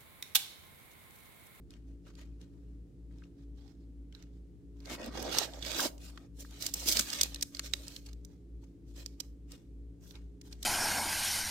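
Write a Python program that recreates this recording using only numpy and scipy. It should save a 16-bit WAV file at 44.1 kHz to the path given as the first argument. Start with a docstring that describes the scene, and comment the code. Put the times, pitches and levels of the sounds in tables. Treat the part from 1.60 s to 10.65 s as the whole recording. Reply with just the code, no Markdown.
"""Thin pages of a thick book are leafed through by hand, close to the microphones, in a quiet room.
A few leaves whisper past, a hand sweeps the book flat, then a page is lifted and crackles as it buckles.
Paper is shaped noise: juddering hiss for slides, a hollow rasp for rubbing, short bursts for snaps and pats.
Behind it, two motors of nearly equal speed, built from sine waves, hum and beat slowly against each other.
A low ventilation rumble under faint hiss is steady coloured noise, and the book has a faint echo tail."""
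import sys
import numpy as np
from scipy import signal
from scipy.fft import rfft, irfft, next_fast_len
from scipy.io import wavfile
from scipy.ndimage import uniform_filter1d

SR = 44100
rng = np.random.default_rng(int(sys.argv[2]) if len(sys.argv) > 2 else 0)


def log_audio(samples):
    """Write samples as a 16-bit WAV file to the path given in sys.argv[1]."""
    # one column per channel
    frames = np.atleast_2d(samples).T
    # limit to full scale, then quantise
    limited = np.clip(frames, -1, 1)
    pcm = np.round(limited * 32767).astype(np.int16)
    wavfile.write(sys.argv[1], SR, pcm)


N = 399105
TIME = np.arange(N) / SR


def amp(db):
    """Turns decibels into a gain."""
    return 10 ** (np.asarray(db) / 20)


def evened(x):
    """Scales a signal to rms 1."""
    return x / np.sqrt(np.mean(x ** 2) + 1e-20)


def one_ms(x):
    """Gives each channel the energy of one millisecond at rms 1."""
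    return x / np.linalg.norm(x, axis=1, keepdims=True) * np.sqrt(SR / 1000)


def read(points, hz):
    """Reads a table of (frequency, value) between its points, on a log-frequency axis."""
    f, value = np.transpose(points)
    return np.interp(np.log(hz + 1), np.log(f + 1), value)


def bell(hz, centre_hz, octaves):
    """A rounded band on a log-frequency axis."""
    return np.exp(-(np.log2((hz + 1) / centre_hz) / octaves) ** 2)


def coloured(x, gain):
    """Filters x by a gain given as a function of frequency."""
    size = next_fast_len(x.shape[1])
    spectrum = rfft(x, size) * gain(np.fft.rfftfreq(size, 1 / SR))
    return irfft(spectrum, size)[:, :x.shape[1]]


def panned(balance_db):
    """Left and right gains of constant power, from left minus right in dB."""
    gains = amp(np.array([[1], [-1]]) * balance_db / 2)
    return gains / np.sqrt(np.mean(gains ** 2, 0))


def add(mix, s, sound):
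    """Adds a stereo sound into the mix at time s."""
    part = mix[:, max(round(s * SR), 0):][:, :sound.shape[1]]
    part += sound[:, :part.shape[1]]


def pair(alike, size):
    """Two channels of white noise with the given likeness (1 is identical)."""
    a, b = rng.standard_normal((2, size))
    alike = np.clip(alike, -1, 1)
    return np.array([a, alike * a + np.sqrt(1 - alike ** 2) * b])


def wander(rate_hz):
    """Smooth random movement of rms 1, mostly slower than rate_hz."""
    size = N // 16  # slow movement needs only every 16th sample
    hz = np.fft.rfftfreq(size, 16 / SR)
    slow = irfft(rfft(rng.standard_normal(size)) / (1 + (hz / rate_hz) ** 4), size)
    return evened(np.interp(TIME, np.linspace(0, TIME[-1], len(slow)), slow))


# colour of the room air: (frequency [Hz], relative level [dB])
AIR_COLOUR = [(20, -20), (38, -16), (55, 12), (80, -5), (125, -1), (205, -11), (285, -1.5), (370, -15.5),
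              (450, -13.5), (600, -25.5), (1000, -37.5), (2500, -41), (8000, -44.5), (16000, -53.5)]
# likeness of the room air at the two microphones: (frequency [Hz], coherence [0 to 1])
AIR_LIKENESS = [(60, 0.78), (280, 0.96), (640, 0.25), (1400, .15), (15000, .1)]


def room_air(level_db=-56):
    """Low ventilation rumble under a very faint hiss; the bass is mostly common to both microphones."""
    def alike(hz):
        return np.clip(read(AIR_LIKENESS, hz), 0, 1)

    def colour(hz):
        return amp(read(AIR_COLOUR, hz))

    shared = coloured(rng.standard_normal((1, N)), lambda hz: colour(hz) * np.sqrt(alike(hz)))
    apart = coloured(rng.standard_normal((2, N)), lambda hz: colour(hz) * np.sqrt(1 - alike(hz)))
    return amp(level_db) * evened(shared + apart)


# motor speeds, and a moment when their hums swell together
SLOW_HZ, FAST_HZ, IN_STEP_S = 56.335, 58.73, .275
# tones of each motor: (multiple of its speed, level [dB rms], left minus right [dB])
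SLOW_TONES = [(1, -54, 0.5), (2, -67.5, 1), (3, -73, -1.7), (5, -62, -1), (6, -71, -2)]
FAST_TONES = [(1, -54.5, 2.5), (3, -64, 4), (6, -79.5, -1), (7, -72.5, -8), (8, -87, -2)]


def motor(shaft_hz, tones, start, flutter_db=.5):
    """A nearly steady shaft tone with overtones whose loudness wavers more the higher they lie."""
    turns = shaft_hz * (TIME - IN_STEP_S) + start + .012 * wander(1)
    hum = np.zeros((2, N))
    for multiple, db, balance_db in tones:
        loudness = amp(db + flutter_db * (multiple - 1) * wander(2))
        tone = np.sqrt(2) * np.cos(2 * np.pi * multiple * turns)  # rms 1
        hum += loudness * tone * panned(balance_db)
    return hum


# creases snapping through: (time [s], energy [dB over one millisecond, before the near echoes],
# fade to 1/e of the main burst [ms], centre frequency [Hz], left minus right [dB])
CREASE_SNAPS = [(0.107, -47.5, 1.2, 4600, 3), (0.139, -50, 1, 2920, -6), (0.5542, -52, 1.6, 4400, -3),
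                (1.6388, -53.5, 3.2, 2680, 1), (0.815, -50, 2.3, 4180, 7), (1.586, -61, 1.2, 3520, -7),
                (2.526, -50.5, 1.5, 3040, -2), (2.55, -44.5, .8, 3900, -9), (2.626, -49.5, .9, 4330, -12),
                (3.2043, -53, 0.88, 4500, -5), (3.2574, -41, 2, 4400, -7), (3.462, -41.5, 2.5, 8000, -0.5),
                (3.627, -34, 1.5, 8000, -2.5), (3.7867, -12, 2.8, 5700, 1), (3.937, -36.5, 2.5, 3500, 7.5),
                (4.027, -28.5, 3.5, 3440, -4.5), (4.205, -21.5, 1.3, 4900, -6), (4.381, -49, 2, 4930, 2),
                (4.5763, -43, 2, 3120, -4), (5.0103, -38, 1, 4810, -9.5), (5.0251, -26, 4, 5680, -3),
                (5.066, -19.5, 3.1, 5900, -6), (5.141, -19.5, 2.9, 8500, -3.5),
                (5.2873, -15, 4, 7000, -3.5), (5.294, -20.5, 2, 6700, -2), (5.3244, -19, 1.4, 5400, -2.5),
                (5.371, -17.5, 2.4, 5100, -1.5), (5.395, -13, 6, 5900, -2), (5.41, -23.5, 2.4, 6200, 0),
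                (5.5026, -27, 3.6, 4730, -3), (5.533, -23, 4, 5000, -2.5), (5.613, -11.5, 2.2, 5600, -3),
                (5.634, -15, 2.3, 6700, -6), (5.746, -29.5, 1.7, 5260, -0.5),
                (5.761, -34.5, 2.1, 4130, -5.5), (5.8115, -32, 0.94, 6200, -8),
                (5.827, -17.5, 3.6, 6000, -1), (5.949, -32, 2, 4600, -8), (5.97, -36.5, 1.1, 4150, -4),
                (5.995, -23, 1.5, 4500, 0.5), (6.137, -17, 1.3, 3680, -6.5), (6.282, -33.5, .7, 5330, 0),
                (6.364, -33, 2.2, 4300, -3), (6.465, -41, 6.8, 5080, 2), (6.532, -46, 1.6, 5000, -2),
                (6.65, -43, 1.7, 6800, -4), (7.462, -29.5, .8, 5200, -8), (7.604, -25, 3.8, 5540, -8),
                (7.92, -40.5, 1.9, 5700, 1), (8.51, -43, 1.5, 3500, -11), (8.556, -44, 3, 3600, -3.5),
                (8.815, -43.5, 2.5, 5100, -1), (8.9282, -37.5, 3.3, 4400, -2), (9.03, -30, 2.7, 5970, -2)]
# colour of a bending paper sheet: (frequency [Hz], relative level [dB])
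PAPER_COLOUR = [(100, -32.5), (400, -17), (850, -13), (1300, -5.5), (2400, -1), (3600, 2.5), (6000, 1.5),
                (8000, -2.5), (10300, -17.5), (12500, -10), (15000, -12.5), (16500, -24.5)]


def snapping(level_db=0, octaves=1.8, skirt_db=-21, skirt_s=0.0035, ragged_db=3, body_db=-13,
             ring=2.2, ring_octaves=0.12, lowest_hz=1200):
    """A crease gives way in an abrupt, ragged cluster of tiny buckles, on a weak skirt of softer noise."""
    out, t = np.zeros((2, N)), np.arange(-512, 1536) / SR
    age = np.where(t < 0, -1.4 * t, t)  # builds faster than it dies
    for s, db, length_ms, centre_hz, balance_db in CREASE_SNAPS:
        burst = np.exp(-(age / (length_ms / 1000)) ** 2)
        skirt = amp(skirt_db) * np.exp(-age / skirt_s)
        buckles = amp(ragged_db * evened(uniform_filter1d(rng.standard_normal(len(t)), size=14)))
        # larger, lower facets also ring briefly at the middle of their band
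        ringing = ring * np.interp(centre_hz, [3900, 5000], [1, .15])

        def colour(hz):
            facet = amp(body_db) + bell(hz, centre_hz, octaves) + ringing * bell(hz, centre_hz, ring_octaves)
            taut = np.clip(hz / 4500, .5, 3) ** np.log2(centre_hz / 4200)  # a taut facet is brighter
            small = hz / np.hypot(hz, lowest_hz)  # a small facet radiates little bass
            return amp(read(PAPER_COLOUR, hz)) * facet * taut * small

        snap = coloured(pair(0.085, len(t)) * (burst + skirt) * buckles, colour)
        add(out, s + t[0], one_ms(snap) * amp(level_db + db) * panned(balance_db))
    return out


# each snap also shoves the whole sheet into a dull puff; its level is relative to the snap
SHOVE_DB, SHOVE_DECAY_S, SHOVE_HZ = -25.5, .005, 424
# soft pats of fingers and pages on the book, and low puffs of air pushed by a moving page: # (time [s], energy
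# [dB over one millisecond, before the near echoes], decay to 1/e [s], centre frequency [Hz])
SOFT_PATS = [(0.467, -52.5, 0.021, 1340), (0.503, -59, .0055, 1300), (1.511, -65, 0.0051, 1500),
             (1.621, -54, 0.005, 1370), (3.652, -26, 0.067, 477), (3.815, -25.5, .008, 600),
             (4.193, -23, 0.0083, 1370), (4.251, -27, 0.0059, 354), (4.576, -42, 0.0022, 1420),
             (4.849, -47, 0.0017, 1530), (5.261, -33.5, 0.0024, 350), (5.292, -34.5, 0.014, 270),
             (5.369, -34, 0.0077, 500), (5.395, -30, .0025, 1515), (5.398, -32.5, 0.0035, 248.6),
             (5.994, -36, 0.0034, 1600)]


def patting(level_db=0, octaves=0.45, spread_db=-13, balance_db=-3):
    """Fingers or pages land, or a snap shoves the sheet: dull puffs, a main band on a broad, weaker base."""
    out, t = np.zeros((2, N)), np.arange(-256, 3840) / SR
    shoves = [(s, db + SHOVE_DB, SHOVE_DECAY_S, SHOVE_HZ) for s, db, *_ in CREASE_SNAPS]
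    for s, db, decay_s, centre_hz in list(SOFT_PATS) + shoves:
        puff = pair(.6, len(t)) * (t >= 0) * np.exp(-abs(t) / decay_s)
        puff = coloured(puff, lambda hz: bell(hz, centre_hz, octaves) + amp(spread_db) * bell(hz, centre_hz, 1.5))
        add(out, s + t[0], one_ms(puff) * amp(level_db + db) * panned(balance_db))
    return out


def stroke(t, start, length, attack_s, arch_db, release_s, settle_db, settle_s=.06):
    """Gain of one stroke: it builds, is strongest in the middle, stops, and leaves the paper settling."""
    early, late = np.maximum(start - t, 0), np.maximum(t - start - length, 0)
    off_centre = 2 * np.clip((t - start) / length, 0, 1) - 1
    release = np.maximum(np.exp(-late / release_s), amp(settle_db) * np.exp(-late / settle_s))
    return np.exp(-early / attack_s) * amp(-arch_db * off_centre ** 2) * release


# stroke shapes: attack [s], arch [dB], release [s], settling [dB]
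# a loose leaf goes on settling; the hand stops short
LEAF_SHAPE = (.015, 0.5, 0.011, -7)
HAND_SHAPE = (.028, 2, 0.01, -33.5)
# a sliding leaf also stirs the block: rasp at the usual slide level, and dB of rasp per dB of slide
LEAF_RASP_DB, USUAL_SLIDE_DB, RASP_GROWTH = -60, -45, 0.63
# a leaf slides over its neighbour: (start [s], length [s], relative hiss level [dB],
# crispness as treble tilt [dB per 2.7-fold step in frequency], left minus right [dB])
LEAF_SLIDES = [(0.12, .05, -67, -7.5, 4), (0.28, 0.053, -77.5, -1.5, 0), (0.467, 0.038, -63.5, -4.5, 1),
               (0.586, 0.035, -58, -5.5, 1), (0.811, .03, -67, -4, 2), (0.93, .22, -82, -3.5, 1),
               (1.519, 0.16, -75.5, -4.5, 0), (1.78, 0.057, -75, -6, -2), (1.98, .14, -70, -3, -6.5),
               (2.21, 0.04, -81, -3, -3), (2.548, .09, -66.5, -7.5, -1.5), (2.735, 0.047, -79, -1.5, -5),
               (3.17, 0.044, -75.5, -1, -5), (4.42, .08, -54.5, 0, -0.5), (4.797, .03, -50.5, 5.5, -1.5),
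               (4.905, 0.13, -58.5, -1, 0), (5.015, .075, -42.5, 3.5, -3.5), (5.16, .11, -42, 4, -2.5),
               (5.28, .05, -28, 5.5, -2.5), (5.356, .04, -30.5, 2, -3.5), (5.479, .18, -40.5, -0.14, -2),
               (5.72, .11, -58, -4, -1), (5.94, .05, -55.5, 0, 0), (6.04, .035, -48, 0, -1.5),
               (6.139, 0.083, -56, 3, 2), (6.235, 0.148, -54.5, 2, -1.5), (6.474, .02, -60.5, -1, -3),
               (6.65, .11, -74.5, -0.5, -4), (7.033, .01, -68.5, 0, -1), (7.282, .04, -71.5, 1.5, -1),
               (7.375, .05, -52.5, 0, -2), (7.6, 0.057, -70.5, -3.5, 8), (7.912, 0.042, -58.5, -1, 2),
               (8.434, 0.088, -63, 5, -2), (8.544, .03, -61.5, -6, 0), (8.854, 0.0248, -61.5, 2, 0),
               (8.919, 0.016, -59, -2.5, 0), (9.037, .03, -49, -1, 1)]
# the hand sweeps over the page, and last a soft slide that also stirs the block: (start [s], length [s], #
# relative hiss level [dB], crispness as above, left minus right [dB], relative rasp level of the block [dB])
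HAND_SWEEPS = [(3.308, 0.044, -42, -3.5, -1, -45.5), (3.398, 0.094, -50.5, -5.5, -0.5, -44.5),
               (3.555, .15, -45, -4.5, -5, -42), (3.72, 0.13, -34.5, -2.5, -7, -43.5),
               (3.877, .11, -56, -2, -4.5, -53), (4.053, .13, -38.5, -3, -6.5, -48.5),
               (4.185, .085, -32, 2.5, -2, -40), (4.541, 0.1206, -69, -1.5, 2, -65.5)]


def motion():
    """All strokes together: hiss and rasp levels, with crispness and side weighted towards the strongest hiss."""
    t = np.arange(0, N / SR, .002)
    leaf = [stroke(t, *row[:2], *LEAF_SHAPE) for row in LEAF_SLIDES]
    hand = [stroke(t, *row[:2], *HAND_SHAPE) for row in HAND_SWEEPS]
    leaves = [(*row, LEAF_RASP_DB + RASP_GROWTH * (row[2] - USUAL_SLIDE_DB)) for row in LEAF_SLIDES]
    _, _, hiss_db, tilt_db, balance_db, rasp_db = np.vstack([leaves, HAND_SWEEPS]).T
    power = np.vstack([leaf, hand]).T ** 2 + 1e-12
    hiss, rasp = power * amp(hiss_db) ** 2, power * amp(rasp_db) ** 2  # strokes overlap in power
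    share = hiss / hiss.sum(1, keepdims=True)
    controls = 10 * np.log10(hiss.sum(1)), 10 * np.log10(rasp.sum(1)), share @ tilt_db, share @ balance_db
    return [np.interp(TIME, t, control) for control in controls]


def flexing(x, colour, tilt_db, patchy_db, ripple_db):
    """A bending sheet radiates x: patches flicker, narrow resonances drift, tautness tilts the treble."""
    hz, t, z = signal.stft(x, SR, nperseg=512)
    patches = uniform_filter1d(rng.standard_normal(z.shape), size=3, axis=2)
    patches = evened(uniform_filter1d(patches, size=9, axis=1))
    ripples = uniform_filter1d(rng.standard_normal(z.shape[1:]), size=16, axis=1)
    ripples = evened(uniform_filter1d(ripples, size=2, axis=0))
    tilt = np.log(np.clip(hz, 1200, 13000) / 4500)[:, None] * np.interp(t, TIME, tilt_db)
    gain = amp(read(colour, hz)[:, None] + tilt + patchy_db * patches + ripple_db * ripples)
    gain /= np.sqrt(np.mean(gain ** 2, axis=(0, 1)))  # flexing leaves the overall level to the strokes
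    return evened(signal.istft(z * gain, SR, nperseg=512)[1][:, :N])


def crinkles(hiss_db, per_s=24, strength=6.7, decay_s=.001, brisk_share=.35):
    """Envelope of small wrinkles popping at random; they stand out most when the leaf moves gently."""
    pops = (rng.random(N) < per_s / SR) * rng.uniform(.3, 1, N)
    gentle = np.interp(hiss_db, [-45, -30], [1, brisk_share])
    return strength * gentle * signal.lfilter([1], [1, -np.exp(-1 / (decay_s * SR))], pops)


def sliding(hiss_db, tilt_db, balance_db, level_db=0, catches_per_s=900, catch_size=2.4,
            spread_db=6.0, judder_db=1.6):
    """Fibres catch and let go: a fine hiss that judders, with separate tiny ticks and crinkles in it."""
    hiss = pair(.05, N) * amp(judder_db * wander(60)) * (2.5 + crinkles(hiss_db))
    catch_gain = amp(spread_db * np.minimum(rng.exponential(1, N), 3))
    catches = (rng.random(N) < catches_per_s / SR) * catch_gain
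    drive = hiss + catch_size * catches * pair(0.28, N)
    sheet = flexing(drive, PAPER_COLOUR, tilt_db, patchy_db=1.7, ripple_db=3.0)
    return sheet * amp(level_db + hiss_db) * panned(balance_db)


# colour of the thick block of pages: (frequency [Hz], relative level [dB])
BLOCK_COLOUR = [(60, -24.5), (180, -2), (300, -2), (540, 5.5), (850, -5.5), (1300, -12.5), (2200, -17.5),
                (5000, -46), (16000, -51.5)]


def rubbing(rasp_db, level_db=1, judder_db=3.0, balance_db=-2):
    """Skin drags unevenly over the page and the thick block beneath answers with a hollow rasp."""
    drive = pair(0.64, N) * amp(judder_db * wander(72))
    block = flexing(drive, BLOCK_COLOUR, np.zeros(N), patchy_db=2, ripple_db=4.5)
    return block * amp(level_db + rasp_db) * panned(balance_db)


# echoes off the open pages and other near surfaces: (delay [ms], level [dB], channel [0 left, 1 right])
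SURFACE_ECHOES = [(1.35, -24, 0), (3.2, -6, 0), (1.75, -24.5, 1), (3.6, -14, 1)]
# colour of each microphone port for close sound: (frequency [Hz], left level [dB], right level [dB])
PORT_COLOURS = [(300, 3, 2), (557, -6.5, -0.5), (1000, 2, 1), (2627, 0, -3.5), (3900, -8, 1),
                (5900, -3.5, -0.5), (6700, -3.5, -1), (8500, 2, -4), (9900, 8.5, -9), (11200, 1.5, 1.5),
                (13000, 1, 1), (15500, -1, 1.5)]


def close_up(x):
    """Near surfaces comb the sound, then each microphone port colours it."""
    heard = x.copy()
    for delay_ms, db, channel in SURFACE_ECHOES:
        one_side = (np.arange(2) == channel)[:, None]
        add(heard, delay_ms / 1000, amp(db) * x * one_side)
    ports = np.array(PORT_COLOURS)
    return coloured(heard, lambda hz: amp([read(ports[:, [0, side]], hz) for side in (1, 2)]))


# reverberation of the room: (frequency [Hz], time to die by 60 dB [s])
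ECHO_DECAY = [(200, 1), (1500, 0.27), (5000, 0.23), (15000, 0.35)]


def room(x, wet_db=-20, onset_s=0.024):
    """The room answers with a faint diffuse tail, each band dying at its own speed."""
    hz, t, z = signal.stft(rng.standard_normal((2, SR // 2)), SR, nperseg=256)
    decay = amp(-60 * t / read(ECHO_DECAY, hz)[:, None])
    build_up = 1 - np.exp(-t / onset_s)
    tail = signal.istft(z * decay * build_up, SR, nperseg=256)[1]
    return amp(wet_db) * signal.fftconvolve(x, tail / np.linalg.norm(tail[0]), axes=1)[:, :N]


def scene():
    """The book close by, the room and its hum behind."""
    hiss_db, rasp_db, tilt_db, balance_db = motion()
    paper = sliding(hiss_db, tilt_db, balance_db) + snapping()
    book = close_up(paper + rubbing(rasp_db) + patting())
    start = rng.random()  # both motors share this point of the turn when in step
    hum = motor(SLOW_HZ, SLOW_TONES, start) + motor(FAST_HZ, FAST_TONES, start)
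    return book + room(book) + hum + room_air()


def record(dry, edge_hz=16100):
    """A steep low-pass filter removes the highest treble."""
    low_pass = signal.firwin(255, edge_hz, window=("kaiser", 9), fs=SR)
    return signal.oaconvolve(dry, low_pass[None], "same")


dry = scene()
out = record(dry)
log_audio(out)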